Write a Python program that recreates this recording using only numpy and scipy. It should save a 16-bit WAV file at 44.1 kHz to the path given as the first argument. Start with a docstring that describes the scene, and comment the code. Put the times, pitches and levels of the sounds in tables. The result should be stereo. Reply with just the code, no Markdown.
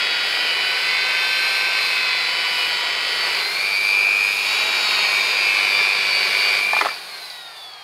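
"""A hand-held electric polisher presses on a ribbed plastic lens on a garage bench, heard close by in stereo.
From the start the armature slots whine in mains-rate throbs, gears grind, the pad rubs and the fan hisses.
At 3.4 s the pad lifts and the motor speeds up; at 4.45 s it lands again, and it lifts once more at 6.6 s.
From 6.73 s the released lens clatters on the bench; at 6.8 s the power goes off and the tool coasts, its gears ticking.
Tones follow the summed turns of the armature; rubbing, grinding, air and garage are noise shaped by spectra."""
import sys
import numpy as np
from scipy import signal
from scipy.fft import rfft, irfft, next_fast_len
from scipy.io import wavfile
from scipy.ndimage import uniform_filter1d

SR = 44100
rng = np.random.default_rng(int(sys.argv[2]) if len(sys.argv) > 2 else 0)


def wav_out(sig):
    """Save sig, one row per channel (or a flat mono array), as 16-bit PCM at SR to the path in sys.argv[1]."""
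    wavfile.write(sys.argv[1], SR, np.round(np.clip(np.atleast_2d(sig).T, -1, 1) * 32767).astype(np.int16))


N = 345303

SLOTS, BARS = 12, 24  # armature slots and commutator bars: cycles per turn
POWER_OFF_S = 6.797
MAINS_HZ, MAINS_PEAK_S = 50, 0.0108


def undb(db):
    """Amplitude factor of a level in dB."""
    return 10 ** (np.asarray(db) / 20)


def shape(points, size):
    """Level in dB on the bins of a transform, interpolated over log frequency between (f/Hz, level/dB) points."""
    hz, db = np.transpose(points)
    bins_hz = np.arange(size // 2 + 1) * SR / size
    return np.interp(np.log(bins_hz + 1), np.log(hz), db)


def colour(x, points):
    """Filter by a spectrum, scaled so that unit white noise keeps rms 1."""
    size = next_fast_len(N)
    gain = undb(shape(points, size))
    gain = gain / np.sqrt(np.mean(gain ** 2))
    return irfft(rfft(x, size) * gain, size)[..., :N]


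def ring(x, hz, width_hz):
    """One resonance: a peak filter of the given bandwidth."""
    return signal.lfilter(*signal.iirpeak(hz, hz / width_hz, fs=SR), x)


def ring_twice(x, hz, width_hz):
    """The same resonance passed twice, for steeper skirts."""
    return ring(ring(x, hz, width_hz), hz, width_hz)


def walk(rate):
    """Random levels drawn `rate` times a second and smoothed twice; spread about 0.67."""
    hold = int(SR / rate)
    steps = np.repeat(rng.standard_normal(N // hold + 1), hold)
    return 0.91 * uniform_filter1d(uniform_filter1d(steps, hold), hold)[:N]


def tone(multiple, turns):
    """Sine of rms 1 and random phase, locked to a multiple of the given cycle count."""
    return np.sqrt(2) * np.sin(2 * np.pi * (multiple * turns + rng.random()))


def swells(t, events):
    """Sum of bell-shaped level changes in dB from (centre t/s, spread/s, level/dB) events."""
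    return sum(db * np.exp(-.5 * ((t - s) / spread) ** 2) for s, spread, db in events)


def mains_cycles(t):
    """Mains cycles since a peak of the stronger half wave."""
    return MAINS_HZ * (t - MAINS_PEAK_S)


def powered(t):
    """1 while the motor has power, then 0, with a short crossfade."""
    return uniform_filter1d(1. * (t < POWER_OFF_S), SR // 300)


def throb(depth, uneven):
    """The motor current peaks twice a mains cycle, one half stronger, until the switch opens; mean 1."""
    t = np.arange(N) / SR
    mains = 2 * np.pi * mains_cycles(t)
    pull = np.exp(depth * np.cos(2 * mains) + uneven * np.cos(mains))
    return np.where(t < POWER_OFF_S, pull / pull.mean(), 1)


def pressure(t):
    """Pad pressure: each stroke lands smoothly, holds and lifts a little more quickly."""
    # strokes on the lens: lands t/s, leaves t/s, pressure 0-1
    strokes = [(-0.5, 3.42, 0.88), (4.45, 6.6, 0.95)]
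    land_s, leave_s = 0.08, 0.048
    total = 0
    for lands, leaves, press in strokes:
        landed = 1 / (1 + np.exp((lands - t) / land_s * 4))
        held = 1 / (1 + np.exp((t - leaves) / leave_s * 4))
        total = total + press * landed * held
    return total


def layer_db(layer, t, hz):
    """Level from load and speed; once the switch opens it drops, then keeps sinking."""
    free_db, load_db, speed_db, off_db, die_s = layer
    coast_db_per_s = -4.5
    off_s = np.maximum(t - POWER_OFF_S, 0)
    running_db = free_db + load_db * pressure(t) + speed_db * np.log2(hz / 200)
    return running_db + off_db * (1 - np.exp(-off_s / die_s)) + coast_db_per_s * off_s


def tone_db(multiple, hz):
    """Case resonances make each tone loud at some speeds and faint at others; it also wavers a little."""
    # speed/turns per s, then the level/dB of each of the multiples below
    case_levels = [(160.4, -35, -33.5, -37, -37, -32.5, -32.5, -32),
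                   (161, -39, -31, -35, -37, -29.5, -36, -36.5),
                   (162.7, -35, -29, -30, -35, -29.5, -40, -31),
                   (163.4, -38, -34, -27, -28.5, -31, -51, -33),
                   (165.3, -34.5, -29.5, -30, -29.5, -40, -41, -34.5),
                   (167.3, -36, -33, -33, -30, -45, -43, -32),
                   (168.5, -37, -27, -31.5, -37, -52, -35, -30.5),
                   (170.7, -32, -28, -25.5, -34, -43, -31.5, -29),
                   (171.3, -31, -33, -27, -37.5, -41, -30.5, -27), (178, -36, -36, -42, -45, -48, -43, -27),
                   (186.4, -41, -34, -46, -49, -50, -44, -34),
                   (190.3, -47, -22.5, -33, -37.5, -41, -37, -28.5),
                   (192.6, -46, -25, -40, -39, -38, -45, -30.5),
                   (196.3, -51, -21.5, -37, -33, -44, -46, -29.5),
                   (197.6, -46, -21.5, -33, -40, -39, -41, -34),
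                   (199.4, -48, -20, -34, -39, -42, -36, -37.5),
                   (200.8, -42, -20, -37, -36, -36, -42, -29.5), (205.2, -41, -25, -45, -33, -41, -36, -35),
                   (208.4, -32, -26.5, -32, -33, -44, -29, -33), (209, -36, -24.5, -38, -29, -36, -29, -32),
                   (211, -38, -30.5, -41, -28, -39, -26, -36), (213.6, -45, -33, -45, -29, -40, -32, -35.5)]
    # multiples of the turn rate, in the order of those columns
    multiples = (9, 12, 15, 18, 19, 21, 24)
    columns = np.transpose(case_levels)
    return np.interp(hz, columns[0], columns[1 + multiples.index(multiple)]) + 1.1 * walk(6)


def armature_speed(t):
    """Turns per s: set by trigger hand and load, then dying away exponentially without power."""
    # t/s, speed/turns per s
    speed = [(0, 158.9), (0.25, 160.3), (0.5, 163.5), (0.75, 166.9), (1, 169.7), (1.25, 171.3),
             (1.5, 172.1), (1.75, 171.7), (2, 170.4), (2.25, 168.0), (2.5, 165.0), (2.75, 161.9),
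             (3, 161.0), (3.2, 161.5), (3.33, 164.1), (3.45, 171.1), (3.6, 181.6), (3.75, 189.8),
             (3.9, 196.7), (4.1, 204.1), (4.3, 209.5), (4.45, 212.4), (4.6, 213.9), (4.75, 213.4),
             (4.95, 210.5), (5.15, 206.4), (5.35, 202.5), (5.6, 198.5), (5.85, 194.6), (6.1, 191.1),
             (6.3, 189.4), (6.45, 190.3), (6.6, 193.6), (6.7, 197.2), (6.8, 199.4)]
    coast_s, coast_lag_s = 2.4, 0.063  # time constant of the speed loss, and its delay
    driven = uniform_filter1d(np.interp(t, *np.transpose(speed)), SR // 20)
    coasting = np.maximum(t - POWER_OFF_S - coast_lag_s, 0)
    return driven, driven * np.exp(-coasting / coast_s)


def slot_whine(turns, slot_db):
    """Slots sing as the current's pull throbs; an out-of-round armature adds the multiple below, which beats."""
    # side tones of the whine: t/s, then level/dB at each of the offsets below
    side_levels = [(0.0, -52, -52, -54, -35, -39, -38), (0.4, -57, -46, -52, -41, -42, -39),
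                   (0.8, -51, -54, -42, -41, -39, -39), (1.2, -35, -48, -41, -38, -37, -39),
                   (1.6, -43, -46, -42, -29, -36, -27), (2.0, -51, -50, -47, -43, -34, -32),
                   (2.4, -53, -48, -39, -33, -38, -35), (2.8, -49, -44, -52, -34, -38, -36),
                   (3.2, -54, -47, -53, -36, -36, -41), (3.5, -60, -45, -38, -39, -36, -34),
                   (3.65, -47, -42, -41, -26, -22, -39), (3.8, -57, -43, -45, -21.5, -37, -43),
                   (3.95, -47, -45, -26, -25, -31, -38), (4.1, -48, -35, -20.5, -27, -39, -51),
                   (4.25, -39, -26, -22, -35, -44, -55), (4.4, -38, -28, -23.5, -31, -44, -48),
                   (4.55, -35, -25, -32, -33, -46, -45), (4.7, -39, -22.5, -37, -40, -43, -50),
                   (4.85, -39, -27, -35, -36, -49, -48), (5.0, -40, -29, -28, -36, -42, -48),
                   (5.15, -47, -26, -24, -36, -41, -49), (5.3, -48, -32, -29, -36, -43, -41),
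                   (5.5, -48, -30, -26, -32, -26, -48), (5.7, -55, -40, -28, -25, -37, -37),
                   (5.9, -45, -47, -38, -21, -29, -39), (6.1, -49, -39, -44, -27.5, -33, -35),
                   (6.3, -52, -37, -42, -27, -33, -41), (6.5, -46, -29, -32, -25, -38, -46),
                   (6.7, -50, -40, -35, -27, -40.5, -51)]
    # offsets from the whine, in current peaks (two per mains cycle)
    offsets = (-3, -2, -1, 1, 2, 3)
    uneven, below_db, lag = 0.29, -11, 0.11  # one mains half stronger; side tone lag in cycles per offset
    t = np.arange(N) / SR
    mains, power, start = mains_cycles(t), powered(t), rng.random()
    columns = np.transpose(side_levels)

    def side_tone(offset):
        phase = SLOTS * turns + start + 2 * offset * mains - lag * abs(offset)
        return np.sqrt(2) * np.sin(2 * np.pi * phase)

    sides = 0
    for offset, db in zip(offsets, columns[1:]):
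        sides = sides + undb(np.interp(t, columns[0], db) + 2.0 * walk(9)) * side_tone(offset)
    # the multiple below follows the level of the side tone two peaks below
    sides += undb(np.interp(t, columns[0], columns[2]) + below_db) * tone(SLOTS - 1, turns)
    pulse = 1 + uneven * power * np.cos(2 * np.pi * mains)
    return undb(slot_db) * side_tone(0) * pulse + power * sides


def winding_hum():
    """The current hums in the windings at even multiples of the mains while there is power."""
    # multiple of the mains, level/dB
    hum_tones = [(4, -66), (6, -59), (8, -55), (10, -56)]
    t = np.arange(N) / SR
    hum = sum(undb(db + 3.1 * walk(2.5)) * tone(k, mains_cycles(t)) for k, db in hum_tones)
    return powered(t) * hum


def rotor(turns, hz, bars_db, free):
    """Brushes cross the commutator bars; imbalance shakes with speed squared, its overtones also with load."""
    # shake of the housing: multiple of the turn rate, level/dB at 200 turns per s under power and load
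    shakes = [(1, -58), (2, -55), (3, -49.5), (4, -48.5)]
    coast_db, free_db = -6.5, -8  # change without power; change of the overtones with the pad off
    force = undb(coast_db * (np.arange(N) > POWER_OFF_S * SR)) * (hz / 200) ** 2
    shake = 0
    for k, db in shakes:
        overtone_db = free_db * free + 4.0 * walk(3.0) if k > 1 else 0
        shake = shake + undb(db + overtone_db) * tone(k, turns)
    return undb(bars_db) * tone(BARS, turns) + force * shake


def gear_mesh(turns, hz, mesh_db, free):
    """Meshing gear teeth sound at fixed multiples of the turn rate, weaker when the pad runs free."""
    # multiples of the turn rate
    mesh_multiples = (9, 15, 18, 19, 21)
    # level change/dB of each multiple with the pad off
    free_levels = [-5, -13, -17, -13, -17]
    return sum(undb(mesh_db + free_db * free + tone_db(k, hz)) * tone(k, turns)
               for k, free_db in zip(mesh_multiples, free_levels))


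def gear_grind(turns):
    """Grinding noise plus the pattern that repeats each turn, each tone wavering alone, through the housing."""
    # weaker tones: multiple of the turn rate, level/dB over the grinding noise in 1 Hz
    teeth = [(6, 24), (7, 15), (11, 21), (13, 22.5), (14, 18.5), (16, 18.5), (10, 14), (17, 13), (20, 21.5),
             (22, 14), (23, 18.5), (25, 22.5), (26, 14), (27, 22), (28, 24.5), (29, 23.5), (30, 22),
             (31, 26), (32, 25.5), (33, 7), (34, 14), (36, 16)]
    # housing spectrum: f/Hz, relative level/dB
    housing = [(400, -34.5), (1200, -11.5), (1600, -13), (2050, -6), (2340, 0.5), (2600, -2.5),
               (3050, -6.5), (3370, -10.5), (3900, -9), (4610, -4), (5100, -12), (5850, -24), (8000, -23),
               (10400, -56)]
    lines = sum(undb(db + 3.0 * walk(3.08)) * tone(k, turns) for k, db in teeth)
    grind = undb(0.85 * walk(13)) * throb(0.14, 0.18) * rng.standard_normal(N)
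    return colour(grind + lines * np.sqrt(2 / SR), housing)  # the factor refers tones to noise in 1 Hz


def pad_rub(t, pad_db):
    """Low shaped noise of the pad throbs with the current and swells briefly, also as the lens rattles."""
    # brief swells of low noise (pad scuffs; at 6.865 s the lens rattling on the bench):
    # centre t/s, spread/s, level/dB
    low_swells = [(1.003, 0.076, 1), (2.291, 0.031, 0.5), (3.37, 0.12, 3), (6.412, 0.14, 1.5),
                  (6.865, 0.018, 5)]
    # rubbing spectrum: f/Hz, relative level/dB
    pad_spectrum = [(53, -52.5), (90, -29), (175, -15.5), (248, -21.5), (415, -4), (547, -7), (703, -4),
                    (915, -5), (1010, -1), (1270, -4), (1450, 0.5), (1800, -4), (2340, -9), (3960, -120)]
    rub = colour(throb(0.18, 0.083) * rng.standard_normal(N), pad_spectrum)
    return undb(pad_db + swells(t, low_swells) + 1.0 * walk(8)) * rub


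def fan(turns):
    """Gusty air, unrelated left and right, with turn-rate multiples that flare at cowl and vent resonances."""
    # multiples that stand out: multiple of the turn rate, level/dB over the air in 1 Hz
    overtones = [(36, 17), (42, 13), (45, 15), (54, 8), (60, 14), (62, 13)]
    # air spectrum: f/Hz, relative level/dB
    air_spectrum = [(1650, -36), (2800, -13), (3500, -4.5), (3860, -0.5), (4210, -3.5), (4550, -3.5),
                    (4860, -3.5), (5980, -18.5), (6560, -13.5), (7570, -22.5), (8550, -15), (11100, -15),
                    (15500, -25)]
    cowl_hz, cowl_width_hz, vent_hz, vent_width_hz = 8900, 1300, 6700, 480
    air = undb(1.1 * walk(4.28) + 2.24 * walk(9)) * rng.standard_normal((2, N))
    lines = sum(undb(11 + 6.0 * walk(6)) * tone(k, turns) for k in range(32, 68))
    lines += sum(undb(db + 6.0 * walk(6.4)) * tone(k, turns) for k, db in overtones)
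    # the overtone of the commutator crosses the cowl resonance, lower multiples that of the vent
    lines += ring(undb(22 + 5.0 * walk(10)) * tone(2 * BARS, turns), cowl_hz, cowl_width_hz)
    vent = sum(undb(25 + 3.5 * walk(4)) * tone(k, turns) for k in (30, 31, 32, 33))
    lines += ring_twice(vent, vent_hz, vent_width_hz)
    lines *= undb(1.0 * (np.arange(N) > POWER_OFF_S * SR))  # 1 dB clearer while coasting
    return colour(air + lines * np.sqrt(2 / SR), air_spectrum)


def garage_air():
    """Steady background noise of the garage, mostly common to both channels."""
    # background spectrum: f/Hz, relative level/dB
    garage_spectrum = [(12, -47), (20, -8.5), (92, -37), (141, -13), (216, -42.5), (300, -17), (574, -9),
                       (730, 5), (1200, -4.5), (1560, -27), (2640, -120)]
    mid, side = rng.standard_normal((2, N))
    return undb(-47.5) * colour(mid + 0.25 * side * np.array([[1], [-1]]), garage_spectrum)


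def lens_clatter():
    """Each knock is a short rough scrape into the lens modes, strongest near its range; the thin part lacks bass."""
    # knocks on the bench: t/s, level/dB, loudest range f/Hz, scrape length/ms (two decay time constants)
    knocks = [(6.733, -5.5, 1140, 3.3), (6.766, -7, 1030, 2.4), (6.775, -17, 4000, 4),
              (6.79, -14, 1300, 2.4), (6.8093, -11, 1200, 3.2), (6.8112, -0.5, 1400, 5.5),
              (6.8194, -11, 1800, 3), (6.821, -13, 380, 5), (6.849, -10, 875, 4.7), (6.857, -6, 1000, 7.9),
              (6.866, -7.5, 1410, 5.3), (6.871, -17.5, 1800, 2.5), (6.887, -11.5, 1200, 4.8),
              (6.913, -24, 800, 3)]
    # lens modes: f/Hz, level/dB, t60/s
    lens_modes = [(318, -5, 0.1), (422, -4.5, 0.06), (550, -16, 0.035), (686, -17, 0.028),
                  (880, -2.5, 0.045), (1070, -7, 0.0246), (1210, -4, 0.029), (1303, 6, 0.02),
                  (1460, -7, 0.016), (1758, 4, 0.034), (2000, -1, 0.023), (2400, -13, 0.033),
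                  (3550, -2, 0.023), (4500, -12, 0.018)]
    fall_db, crack_db = -14, -4  # mode level per octave away from the range; crack against the modes
    rise_ms, strike = 0.46, 1.8  # onset of the scrape; amplitude of its first sample
    out, t = np.zeros(N), np.arange(SR // 5) / SR
    for s, db, range_hz, scrape_ms in knocks:
        modes = 0
        for hz, mode_db, t60 in lens_modes:
            decay_db = mode_db + fall_db * abs(np.log2(hz / range_hz)) - 60 * t / t60
            modes = modes + undb(decay_db) * np.sin(2 * np.pi * hz * t)
        envelope = np.exp(-2000 * t / scrape_ms) * (1 - np.exp(-1000 * t / rise_ms))
        scrape = rng.standard_normal(len(t)) * envelope
        scrape[0] = strike
        hit = signal.fftconvolve(scrape, modes)[:len(t)]
        hit = hit / np.abs(hit).max() + undb(crack_db) * ring_twice(scrape, 3400, 1700)
        i = int(s * SR)
        out[i:i + len(t)] += undb(db) * hit
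    return signal.lfilter(*signal.butter(3, 480, "high", fs=SR), out)


def gear_ticks():
    """Slack gears tick while coasting: short decaying noise bursts in the upper housing resonance."""
    # t/s, level/dB
    tick_times = [(6.8535, -26), (6.894, -22), (6.94, -27), (7.179, -35), (7.2577, -29), (7.3004, -26),
                  (7.7349, -32)]
    tick_hz, width_hz, decay_ms = 4700, 800, 3.4
    length = 1000  # samples per tick
    out, t = np.zeros(N + length), np.arange(length) / SR
    for s, db in tick_times:
        noise = rng.standard_normal(length) * np.exp(-1000 * t / decay_ms)
        burst = ring_twice(noise, tick_hz, width_hz)
        i = int(s * SR)
        out[i:i + length] += undb(db) * burst / np.abs(burst).max()
    return out[:N]


def room(x, tones):
    """Direct sound plus short bass-poor echoes as the tool wanders; side echoes reach the channels in opposite sense."""
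    places, t60_s = 12, 0.12
    side_db, front_db = -1.5, -8.5  # echo energy before the bass cut
    t = np.arange(SR // 10) / SR
    tails = rng.standard_normal((places, 2, len(t))) * undb(-60 * t / t60_s)
    tails *= undb([[side_db], [front_db]]) / np.sqrt(np.sum(tails ** 2, axis=2, keepdims=True))
    tails = signal.lfilter(*signal.butter(1, 800, "high", fs=SR), tails)
    place = np.linspace(0, places - 1, N)
    sent = np.array([x + tones, x])  # the tones get side echoes but no front echo
    echoes = np.zeros((2, N))
    for k in range(places):
        near_place = np.cos(np.pi / 2 * np.clip(place - k, -1, 1))
        echoes += signal.oaconvolve(sent * near_place, tails[k], axes=1)[:, :N]
    side, front = echoes
    return undb(-1.5) * (x + tones + front + side * np.array([[1], [-1]]))


def scene():
    """Drive every layer from one armature speed and pad pressure, then mix."""
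    # layers: free level/dB at 200 turns per s before trims, change/dB at full pressure, dB per octave of speed,
    # change/dB without power, time constant/s of that change; tone layers add to the case levels
    whine_layer = (2, -2.3, -0.5, -29, 0.004)
    brush_layer = (-3.5, 4.2, 1, -3.2, 0.1)
    mesh_layer = (0.1, 0.3, 0.2, -7, 0.27)
    grind_layer = (-28.5, 5, 3.5, -13.5, 0.2)
    rub_layer = (-31.5, 2.5, 6.5, -10, 0.26)
    air_layer = (-35, 0, 11, -4.5, 0.03)
    # gear and commutator tones dim for a moment: centre t/s, spread/s, level/dB
    dims = [(1.85, 0.087, -2), (3.03, 0.13, -1.5), (3.305, 0.07, -5), (6.723, 0.07, -10),
            (7.055, 0.015, -9), (7.21, 0.015, -4)]
    back_s, back_spread_s, back_db = 6.908, 0.017, 20.5  # the whine returns briefly after the switch opens

    t = np.arange(N) / SR
    driven, hz = armature_speed(t)
    turns = np.cumsum(hz) / SR
    free = np.clip(1 - pressure(t) / 0.85, 0, 1)
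    dim_db = swells(t, dims)
    flutter_db = 3 * (t > back_s + 2 * back_spread_s)  # whine and commutator flutter while coasting

    slot_db = layer_db(whine_layer, t, hz) + tone_db(SLOTS, driven)
    slot_db += swells(t, [(back_s, back_spread_s, back_db)]) + 2 * flutter_db * walk(13)
    bars_db = layer_db(brush_layer, t, hz) + tone_db(BARS, hz) + dim_db
    bars_db += 2.2 * walk(13) + flutter_db * walk(24)
    mesh_db = layer_db(mesh_layer, t, hz) + dim_db

    tones = slot_whine(turns, slot_db) + rotor(turns, hz, bars_db, free)
    tones += gear_mesh(turns, hz, mesh_db, free)
    near = winding_hum() + undb(layer_db(grind_layer, t, hz)) * gear_grind(turns)
    near += pad_rub(t, layer_db(rub_layer, t, hz))
    near += lens_clatter() + gear_ticks()
    air = undb(layer_db(air_layer, t, hz) + 5.5) * fan(turns)
    return room(near, tones) + air + garage_air()


def record(dry):
    """The channels differ in sensitivity over frequency, and a steep low-pass cuts the top."""
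    # f/Hz, left minus right level/dB
    balance = [(60, 5.5), (110, 5), (200, 3), (380, 2), (700, 1.5), (1290, 5), (2380, 4.5), (4400, 7.5),
               (8120, -4), (15000, 2)]
    size = next_fast_len(N)
    half_db = shape(balance, size) / 2
    wet = irfft(rfft(dry, size) * undb([half_db, -half_db]), size)[:, :N]
    return signal.sosfilt(signal.ellip(10, .2, 80, 15640, fs=SR, output="sos"), wet)


dry = scene()
out = record(dry)
wav_out(out)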